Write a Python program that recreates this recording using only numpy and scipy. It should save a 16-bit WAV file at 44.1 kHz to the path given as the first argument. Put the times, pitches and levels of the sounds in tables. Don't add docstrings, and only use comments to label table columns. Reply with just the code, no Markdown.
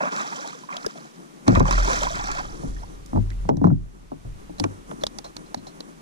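import sys
import numpy as np
from scipy import signal
from scipy.fft import rfft, irfft, next_fast_len
from scipy.io import wavfile
from scipy.ndimage import uniform_filter1d, minimum_filter1d, map_coordinates

SR = 44100
rng = np.random.default_rng(int(sys.argv[2]) if len(sys.argv) > 2 else 0)


def pcm_store(signal):
    levels = np.round(np.clip(np.atleast_2d(signal), -1, 1) * 32767)
    wavfile.write(sys.argv[1], SR, levels.astype(np.int16).T)


N = 265041
TOP_HZ = 15600

# frequency_hz, level_db
GURGLE_SPECTRUM = [(90, -48.5), (160, -4.5), (300, -2), (500, -11), (950, 0.5), (1400, 6.5), (2000, -7.5),
                   (2600, -4), (3300, -41.5), (6000, -47)]
SPRAY_SPECTRUM = [(1500, -12.5), (3100, -4), (4200, -0.5), (5800, 6), (7500, 1), (9000, -8.5),
                  (12000, -18.5), (15000, -24)]
RATTLE_SPECTRUM = [(100, -32.5), (200, 4.5), (290, 6.5), (430, 1), (650, -1), (1000, -8.5), (1800, -44),
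                   (3000, -81)]
CRACK_SPECTRUM = [(900, 5.5), (1400, -15.5), (2100, -14), (2900, -20), (3600, 1.5), (5800, 7.5), (7500, -3),
                  (9000, -8), (12000, -22), (15000, -33)]
# frequency_hz, lead_rad
WATER_PHASE = [(5, 0), (140, 0.1), (270, -2.6), (550, -1.95), (1000, -2.55), (1450, -3.1), (1600, -3.2),
               (2200, -3.7), (2620, -3.18), (2900, -3.1), (3400, -5), (4500, -5.9), (5000, -8.8),
               (15000, -9.3)]


def amp(db):
    return np.exp(np.asarray(db) * (np.log(10) / 20))


def unit(x):
    return x / np.sqrt(np.mean(x ** 2) + 1e-20)


def peaked(x):
    return x / (np.abs(x).max(axis=-1, keepdims=True) + 1e-12)


def along(points, hz):
    point_hz, values = np.transpose(points)
    return np.interp(np.log(hz + 1), np.log(point_hz + 1), values)


def wobble(rate):
    knots = rng.standard_normal(int(N * rate / SR) + 4)
    return map_coordinates(knots, [np.arange(N) * rate / SR])


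def coloured(x, spectrum, size=2048):
    cepstrum = irfft(np.log(amp(along(spectrum, np.fft.rfftfreq(size, 1 / SR)))))
    cepstrum[1:size // 2] *= 2
    cepstrum[size // 2 + 1:] = 0
    impulse = irfft(np.exp(rfft(cepstrum)))
    return signal.fftconvolve(x, impulse[None], axes=1)[:, :x.shape[1]]


def shifted(spectrum, peak_hz):
    own_hz = max(spectrum, key=lambda point: point[1])[0]
    return [(hz * peak_hz / own_hz, db) for hz, db in spectrum]


def noise(spectrum):
    return unit(coloured(rng.standard_normal((2, N)), spectrum))


def burst(t, spectrum, t60, attack):
    fade = amp(-60 * t / t60) * (1 - np.exp(-t / attack))
    return peaked(coloured(rng.standard_normal((2, len(t))) * fade, spectrum))


def swell(start_s, length_s, attack_s, fall_db_per_s, tail_db, tail_db_per_s):
    t = np.arange(N) / SR - start_s
    after = np.maximum(t - length_s, 0)
    fall_db = np.maximum(-fall_db_per_s * after, tail_db - tail_db_per_s * after)
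    return (np.clip(t / attack_s, 0, 1) * amp(fall_db)) ** 2


def add(track, start_s, sound):
    start = max(0, round(start_s * SR))
    track[:, start:start + sound.shape[1]] += sound[:, :N - start]


def ports(pair, phase):
    left_level = [(45, 0), (110, 1.5), (280, 6.5), (620, 1.5), (1050, -3.8), (1500, -0.7), (2350, -6.5),
                  (2630, -0.4), (2880, 0.4), (3150, 5.5), (3600, -0.5), (4000, -1.5), (4700, -14),
                  (5200, -14), (6000, -22), (8000, -12.5), (14000, -7)]
    port_likeness = [(45, 1), (110, 0.65), (170, 0.75), (300, 0.92), (480, 0.8), (800, 0.98), (1550, 0.99),
                     (2300, 0.82), (2620, 1), (2900, 1), (3200, 0.7), (4000, 0.85), (4700, 0.5),
                     (8000, 0.35), (12000, 0.25)]
    size = next_fast_len(N + SR // 2)
    hz = np.fft.rfftfreq(size, 1 / SR)
    direct, scattered = rfft(pair, size)
    alike = np.clip(along(port_likeness, hz), 0, 1)
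    left = alike * direct * np.exp(1j * along(phase, hz)) + np.sqrt(1 - alike ** 2) * scattered
    return irfft(np.array([left * amp(along(left_level, hz)), direct]), size)[:, :N]


def sea():
    wave_spectrum = [(60, -28), (100, -43.5), (145, 4.5), (330, 4.5), (600, -7), (1200, -2.5), (2800, -26),
                     (4200, -44), (5800, -15.5), (8000, -21), (10500, -20), (15000, -67)]
    lapping = noise(wave_spectrum) * amp(-49 + 1.9 * wobble(2.76) + 3.04 * wobble(21))
    hiss = noise([(60, -18), (150, 9), (400, 8), (2500, 2.5), (9000, -5.5), (11000, -9), (15000, -18)])
    return ports(lapping, WATER_PHASE) + amp(-55.5) * hiss


def bubble(t, hz, cycles, rise):
    age = t * hz / cycles
    glide = 1 + rise * np.minimum(age, 2) / 2
    return np.sin(2 * np.pi * hz * t * glide) * np.exp(-2 * age) * (1 - np.exp(-10 * age))


def bubbles(per_s, centre_hz, spread, cycles, rise, size_db, samples):
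    swarms, count = [], int(per_s * N / SR)
    for _ in range(2):
        start = rng.integers(0, N, (count, 1))
        hz = np.minimum(centre_hz * np.exp(spread * rng.standard_normal((count, 1))), TOP_HZ)
        strength = amp(size_db * np.minimum(rng.exponential(size=(count, 1)), np.pi))
        rings = strength * bubble(np.arange(samples) / SR, hz, cycles, rise)
        swarms.append(np.bincount((start + np.arange(samples)).ravel(), rings.ravel(), N)[:N])
    return unit(np.array(swarms))


def splash():
    strokes = [(0.0, 0.076, -27, -42.5), (0.108, 0.12, -29.5, -39), (0.255, 0.22, -35.5, -41.5),
               (0.692, 0.028, -33.5, -47.5), (0.795, 0.023, -41, -46), (0.96, 0.021, -44.5, -51.5),
               (1.463, 0.1, -27, -40), (1.653, 0.12, -25, -34), (1.818, 0.22, -24, -30.5),
               (2.137, 0.24, -30, -41)]
    shape = dict(attack_s=0.015, tail_db_per_s=22.5)
    churned, thrown = np.zeros((2, N))
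    for start_s, length_s, gurgle_db, spray_db in strokes:
        churned += amp(gurgle_db) ** 2 * swell(start_s, length_s, fall_db_per_s=94.5, tail_db=-25, **shape)
        thrown += amp(spray_db) ** 2 * swell(start_s, length_s, fall_db_per_s=73.5, tail_db=-10.5, **shape)
    air = bubbles(per_s=250, centre_hz=1080, spread=.35, cycles=13, rise=.15, size_db=4.5, samples=1024)
    glugs = bubbles(per_s=35, centre_hz=880, spread=.35, cycles=11, rise=.12, size_db=3, samples=3072)
    drops = bubbles(per_s=800, centre_hz=4600, spread=.45, cycles=9, rise=.12, size_db=6, samples=256)
    surge_db = 1.4 * wobble(40.09)
    wash = noise(GURGLE_SPECTRUM) * amp(1 + 2.2 * wobble(70))
    fizz = noise(SPRAY_SPECTRUM) * amp(1.5 + 1.3 * wobble(300))
    gurgle = unit(air + amp(-14.5) * glugs + wash)
    spray = unit(unit(coloured(drops, SPRAY_SPECTRUM)) + fizz)
    return amp(surge_db) * (np.sqrt(churned) * gurgle + np.sqrt(thrown) * spray)


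def plops():
    pockets = [(0.006, -9, 957), (0.007, -17, 617), (0.034, -14.5, 617), (0.055, -9, 1210),
               (0.135, -16, 915), (0.203, -10, 1280), (0.322, -18, 887), (0.383, -20.5, 1055),
               (0.446, -18.5, 913), (0.529, -21.5, 1220), (0.635, -26, 1010), (0.688, -16.5, 1090),
               (0.728, -21.5, 2070), (0.846, -12, 1356), (0.955, -27.5, 703), (1.556, -1, 1147),
               (1.57, -14, 615), (1.604, -2, 1074), (1.653, -4.5, 1060), (1.684, -12, 806),
               (1.708, -5.5, 1030), (1.778, -6, 1400), (1.877, -9.5, 906), (2.016, -16, 593),
               (2.05, -15.5, 738), (2.068, -5.5, 983), (2.279, -27, 830), (2.301, -21.5, 1055),
               (2.385, -12.5, 980), (2.53, -32, 448), (2.765, -27, 1790), (2.82, -33.5, 695),
               (2.832, -23, 930), (3.315, -29, 1970)]
    torn_spread_s = 0.02
    track, t = np.zeros((2, N)), np.arange(SR // 8) / SR
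    for start_s, db, hz in pockets:
        ring = peaked(bubble(t, hz * .95, cycles=10.9, rise=rng.uniform(0.073, 0.198)))
        splat = burst(t, GURGLE_SPECTRUM, t60=0.05, attack=0.00046)
        add(track, start_s, amp(db - 8.5) * ring + amp(db - 12) * splat)
        for delay, pitch in rng.random((3, 2)):
            torn = peaked(bubble(t, hz * 2 ** (pitch - .5), cycles=10.8, rise=0.14))
            add(track, start_s + torn_spread_s * delay, amp(db - 17) * torn[None])
    return track


def spatters():
    landings = [(0.163, -23), (0.474, -24.5), (1.596, -19), (1.653, -28), (1.709, -13.5), (1.725, -15.5),
                (1.758, -27), (1.78, -24.5), (1.846, -23), (1.965, -25), (1.931, -15.5), (2.032, -16),
                (2.154, -24), (2.24, -23.5), (2.271, -23), (2.315, -21), (2.349, -27)]
    ping_hz, ping_spread_s = 5020, 0.013
    track, t = np.zeros((2, N)), np.arange(SR // 10) / SR
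    for start_s, db in landings:
        slap = burst(t, SPRAY_SPECTRUM, t60=0.017, attack=0.0005)
        slosh = burst(t, GURGLE_SPECTRUM, t60=0.039, attack=0.0005)
        add(track, start_s, amp(db) * (slap + slosh))
        for delay, pitch in rng.random((4, 2)):
            ping = peaked(bubble(t, ping_hz * 2 ** (pitch - .5), cycles=25, rise=0.075))
            add(track, start_s + ping_spread_s * delay, amp(db - 16) * ping[None])
    return track


def clicks_and_scrapes():
    sharp_hits = [(0.767, -17.5, 3380, -34, 710), (0.863, -14, 5140, -10, 462),
                  (1.479, -7.5, 4320, -8, 1200), (1.551, -13.5, 3950, -8, 1130),
                  (3.06, -29, 6500, -53, 700), (3.302, -30, 4050, -27.5, 1910),
                  (3.4908, -14, 2360, -3.5, 1700), (3.569, -21.5, 6070, -17, 710),
                  (4.598, -9.5, 4330, -12, 650), (4.639, -14, 2390, -11.5, 1330),
                  (4.912, -46, 2500, -22, 1400), (5.036, -11.5, 3520, -8, 626),
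                  (5.0668, -10, 3870, -16.5, 885), (5.1855, -15, 4680, -19, 795),
                  (5.3661, -17.5, 4260, -24.5, 1120), (5.544, -16.5, 4320, -8.5, 758),
                  (5.8047, -20.5, 4000, -20, 514)]
    hook_scrapes = [(4.583, -34.5), (5.011, -35.5), (5.243, -28.5), (5.46, -43.5), (5.573, -38),
                    (5.667, -32.5)]
    tap_spectrum = [(90, -57.5), (250, -35), (500, 0), (680, 9), (830, 3), (1400, -9), (2200, -17),
                    (4000, -35.5)]
    click_t60_s, scrape_t60_s = 0.017, 0.12
    scrape_hz, scrape_tap_hz = 4156, 686
    clicks = [(*row, click_t60_s) for row in sharp_hits]
    scrapes = [(s, db, scrape_hz, db + 6.5, scrape_tap_hz, scrape_t60_s) for s, db in hook_scrapes]
    track, t = np.zeros((2, N)), np.arange(SR // 6) / SR
    for start_s, ring_db, hz, tap_db, tap_hz, t60 in clicks + scrapes:
        resonance = [(hz * 0.15, -40), (hz * 0.75, -15), (hz, 0),
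                     (hz * 1.68, -15), (hz * 3.9, -36), (TOP_HZ, -60)]
        rasp = burst(t, resonance, t60, attack=0.0004)
        rasp += amp(-33) * burst(t, resonance, t60=0.047, attack=0.0013)
        tone = np.sin(2 * np.pi * hz * t) * amp(-60 * t / t60) * (1 - np.exp(-t / 0.0005))
        ring = amp(-4.5) * rasp + amp(-7) * tone
        tick = burst(t, CRACK_SPECTRUM, t60, attack=0.00028)
        tick += amp(-24) * burst(t, CRACK_SPECTRUM, t60=0.065, attack=0.0019)
        tap = burst(t, shifted(tap_spectrum, tap_hz), t60, attack=0.0011)
        tap += amp(-20.5) * burst(t, RATTLE_SPECTRUM, t60=0.013, attack=0.0026)
        add(track, start_s, amp(ring_db - 2.5) * ring + amp(ring_db - 5.5) * tick + amp(tap_db - 6) * tap)
    return track


def bending_wave(t, spectrum):
    travel_s = 0.002233
    echo_db, echo_t60_s = -3.5, 0.069
    echoes = rng.standard_normal((2, len(t))) * amp(-60 * t / echo_t60_s) * (1 - np.exp(-t / 0.0023))
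    arrivals = (t == 0) + amp(echo_db) * echoes / np.linalg.norm(echoes[0])
    size = 2 * len(t)
    lag_rad = 4 * np.pi * travel_s * np.sqrt(1000 * np.fft.rfftfreq(size, 1 / SR))
    dispersed = irfft(rfft(coloured(arrivals, spectrum), size) * np.exp(-1j * lag_rad))
    return peaked(dispersed[:, :len(t)])


def hull():
    # start_s, thump_db, panel_hz, knock_db, knock_hz (higher for harder contact)
    blows = [(1.479, -0.5, 248.5, -1.5, 720), (1.523, -11.5, 172, -13, 550), (1.571, -7.5, 72.5, -11, 560),
             (1.603, -8.5, 103.5, -3, 640), (2.633, -19.5, 141.4, -23, 566), (3.130, -15, 224, -18, 780),
             (3.15, -13, 238, -20.5, 650), (3.158, -12.5, 86, -13.5, 770), (3.172, -7, 93, -13.5, 750),
             (3.451, -23, 154, -27, 736), (3.489, 1, 128, 11, 667), (3.53, -5, 251.4, -30, 497),
             (3.571, -6.5, 118, -17.5, 650), (3.613, -2, 251, -7.5, 634), (3.6405, 4.5, 142, 3.5, 852),
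             (3.648, 2, 267.5, -14, 746), (3.668, 1, 144.7, -0.5, 780), (3.701, -25, 283, -14, 930),
             (3.71, 1.5, 133, -14.5, 640), (4.116, -24, 278, -18.5, 756), (4.248, -22.5, 90.5, -31.5, 570),
             (4.493, -31.5, 287, -28, 600), (4.599, -15.5, 279, -20, 634), (4.612, -20, 106, -30, 500),
             (4.64, -19.5, 281, -11, 965), (4.913, -27.5, 273, -21.5, 720), (5.564, -26, 276, -38, 500)]
    modes = [(97.6, -2, 0.45), (112.4, -1.5, 0.27), (147.5, 0, 0.29), (179.8, -0.5, 0.23),
             (227.8, -3.5, 0.13), (261.6, -0.5, 0.187), (295.2, 1.5, 0.14), (348.4, -2.5, 0.27)]
    knock_spectrum = [(150, -20.5), (330, -1.5), (550, -3), (850, 0), (1250, -7), (1700, -26),
                      (2200, -35.5), (3000, -48), (6000, -90)]
    thump_s, pitch_bend, sag_s = 0.03, 0.18, 0.016
    track, t = np.zeros((2, N)), np.arange(SR // 3) / SR
    mode_hz, mode_db, t60 = np.transpose(modes)[:, :, None]
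    for start_s, thump_db, panel_hz, knock_db, knock_hz in blows:
        octaves_away = np.abs(np.log2(mode_hz / panel_hz))
        weight_db = mode_db - 9 * octaves_away + rng.normal(0, 3.8, mode_hz.shape)
        detune = rng.normal(1, 0.014, mode_hz.shape)
        phase = 2 * np.pi * (mode_hz * t * detune + rng.random((2, len(modes), 1)))
        panels = (amp(weight_db - 60 * t / t60) * np.sin(phase)).sum(axis=1)
        body = peaked(panels * (1 - np.exp(-t / 0.0049)))
        turns = np.cumsum(panel_hz * (1 + pitch_bend * np.exp(-t / sag_s))) / SR
        thump = peaked(np.sin(2 * np.pi * turns) * (1 - np.exp(-t / 0.0029)) * np.exp(-(t / thump_s) ** 2))
        knock = bending_wave(t, shifted(knock_spectrum, knock_hz))
        knock += amp(-12) * burst(t, RATTLE_SPECTRUM, t60=0.13, attack=0.0057)
        crack = burst(t, CRACK_SPECTRUM, t60=0.052, attack=0.0006)
        crack += amp(-14.5) * burst(t, CRACK_SPECTRUM, t60=0.07, attack=0.0023)
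        strike = amp(knock_db) * (knock + amp(-32) * crack)
        add(track, start_s, amp(thump_db) * (amp(-5) * body + amp(-10) * thump) + strike)
    return track


def boom():
    heaves = [(1.511, 0.15, -15), (1.696, 0.14, -13), (2.655, 0.11, -25.5), (3.126, 0.32, -22.5),
              (3.478, 0.34, -22), (4.24, 0.076, -30.5)]
    mode_hz = 42
    shape = dict(attack_s=0.051, fall_db_per_s=176, tail_db=-18, tail_db_per_s=10)
    power = sum(amp(db) ** 2 * swell(start_s, length_s, **shape) for start_s, length_s, db in heaves)
    level_db = 10 * np.log10(power + 1e-12)
    phase = 2 * np.pi * np.cumsum(mode_hz * (1 + 0.023 * wobble(15))) / SR
    hum = unit(np.array([np.sin(phase), np.cos(phase)])) * amp(0.52 * wobble(14))
    rumble_spectrum = [(18, 7.5), (40, 4.5), (65, -0.5), (100, 2), (170, -5), (400, -52.5)]
    rumble_db = np.minimum(level_db - 5.5, 0.19 * level_db - 32)
    return amp(level_db - 5) * hum + amp(rumble_db) * noise(rumble_spectrum)


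def scene():
    deck_phase = [(5, 1.5), (45, 0.36), (150, 1.77), (260, -2.5), (450, -3), (900, -2.5), (1300, -2.5),
                  (1800, -2), (3000, -2), (4300, -8.5), (5400, -14), (15000, -12.5)]
    water = ports(splash() + plops() + spatters(), WATER_PHASE)
    boat = ports(hull() + boom() + clicks_and_scrapes(), deck_phase)
    return water + boat + sea()


def record(dry):
    ceiling_db, quick_db_per_s, slow_db_per_s, slow_share = -2, 49, 12, 0.7429
    over_db = np.maximum(20 * np.log10(np.abs(dry).max(axis=0) + 1e-9) - ceiling_db, 0)
    ahead_db = -minimum_filter1d(-over_db, size=128)
    t = np.arange(N) / SR
    release = lambda db, db_per_s: np.maximum.accumulate(db + db_per_s * t) - db_per_s * t
    duck_db = np.maximum(release(ahead_db, quick_db_per_s), release(slow_share * ahead_db, slow_db_per_s))
    limited = dry * amp(-uniform_filter1d(duck_db, size=128))
    size = next_fast_len(N + SR // 2)
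    passband = np.fft.rfftfreq(size, 1 / SR) < TOP_HZ
    return irfft(rfft(limited, size) * passband, size)[:, :N]


dry = scene()
out = record(dry)
pcm_store(out)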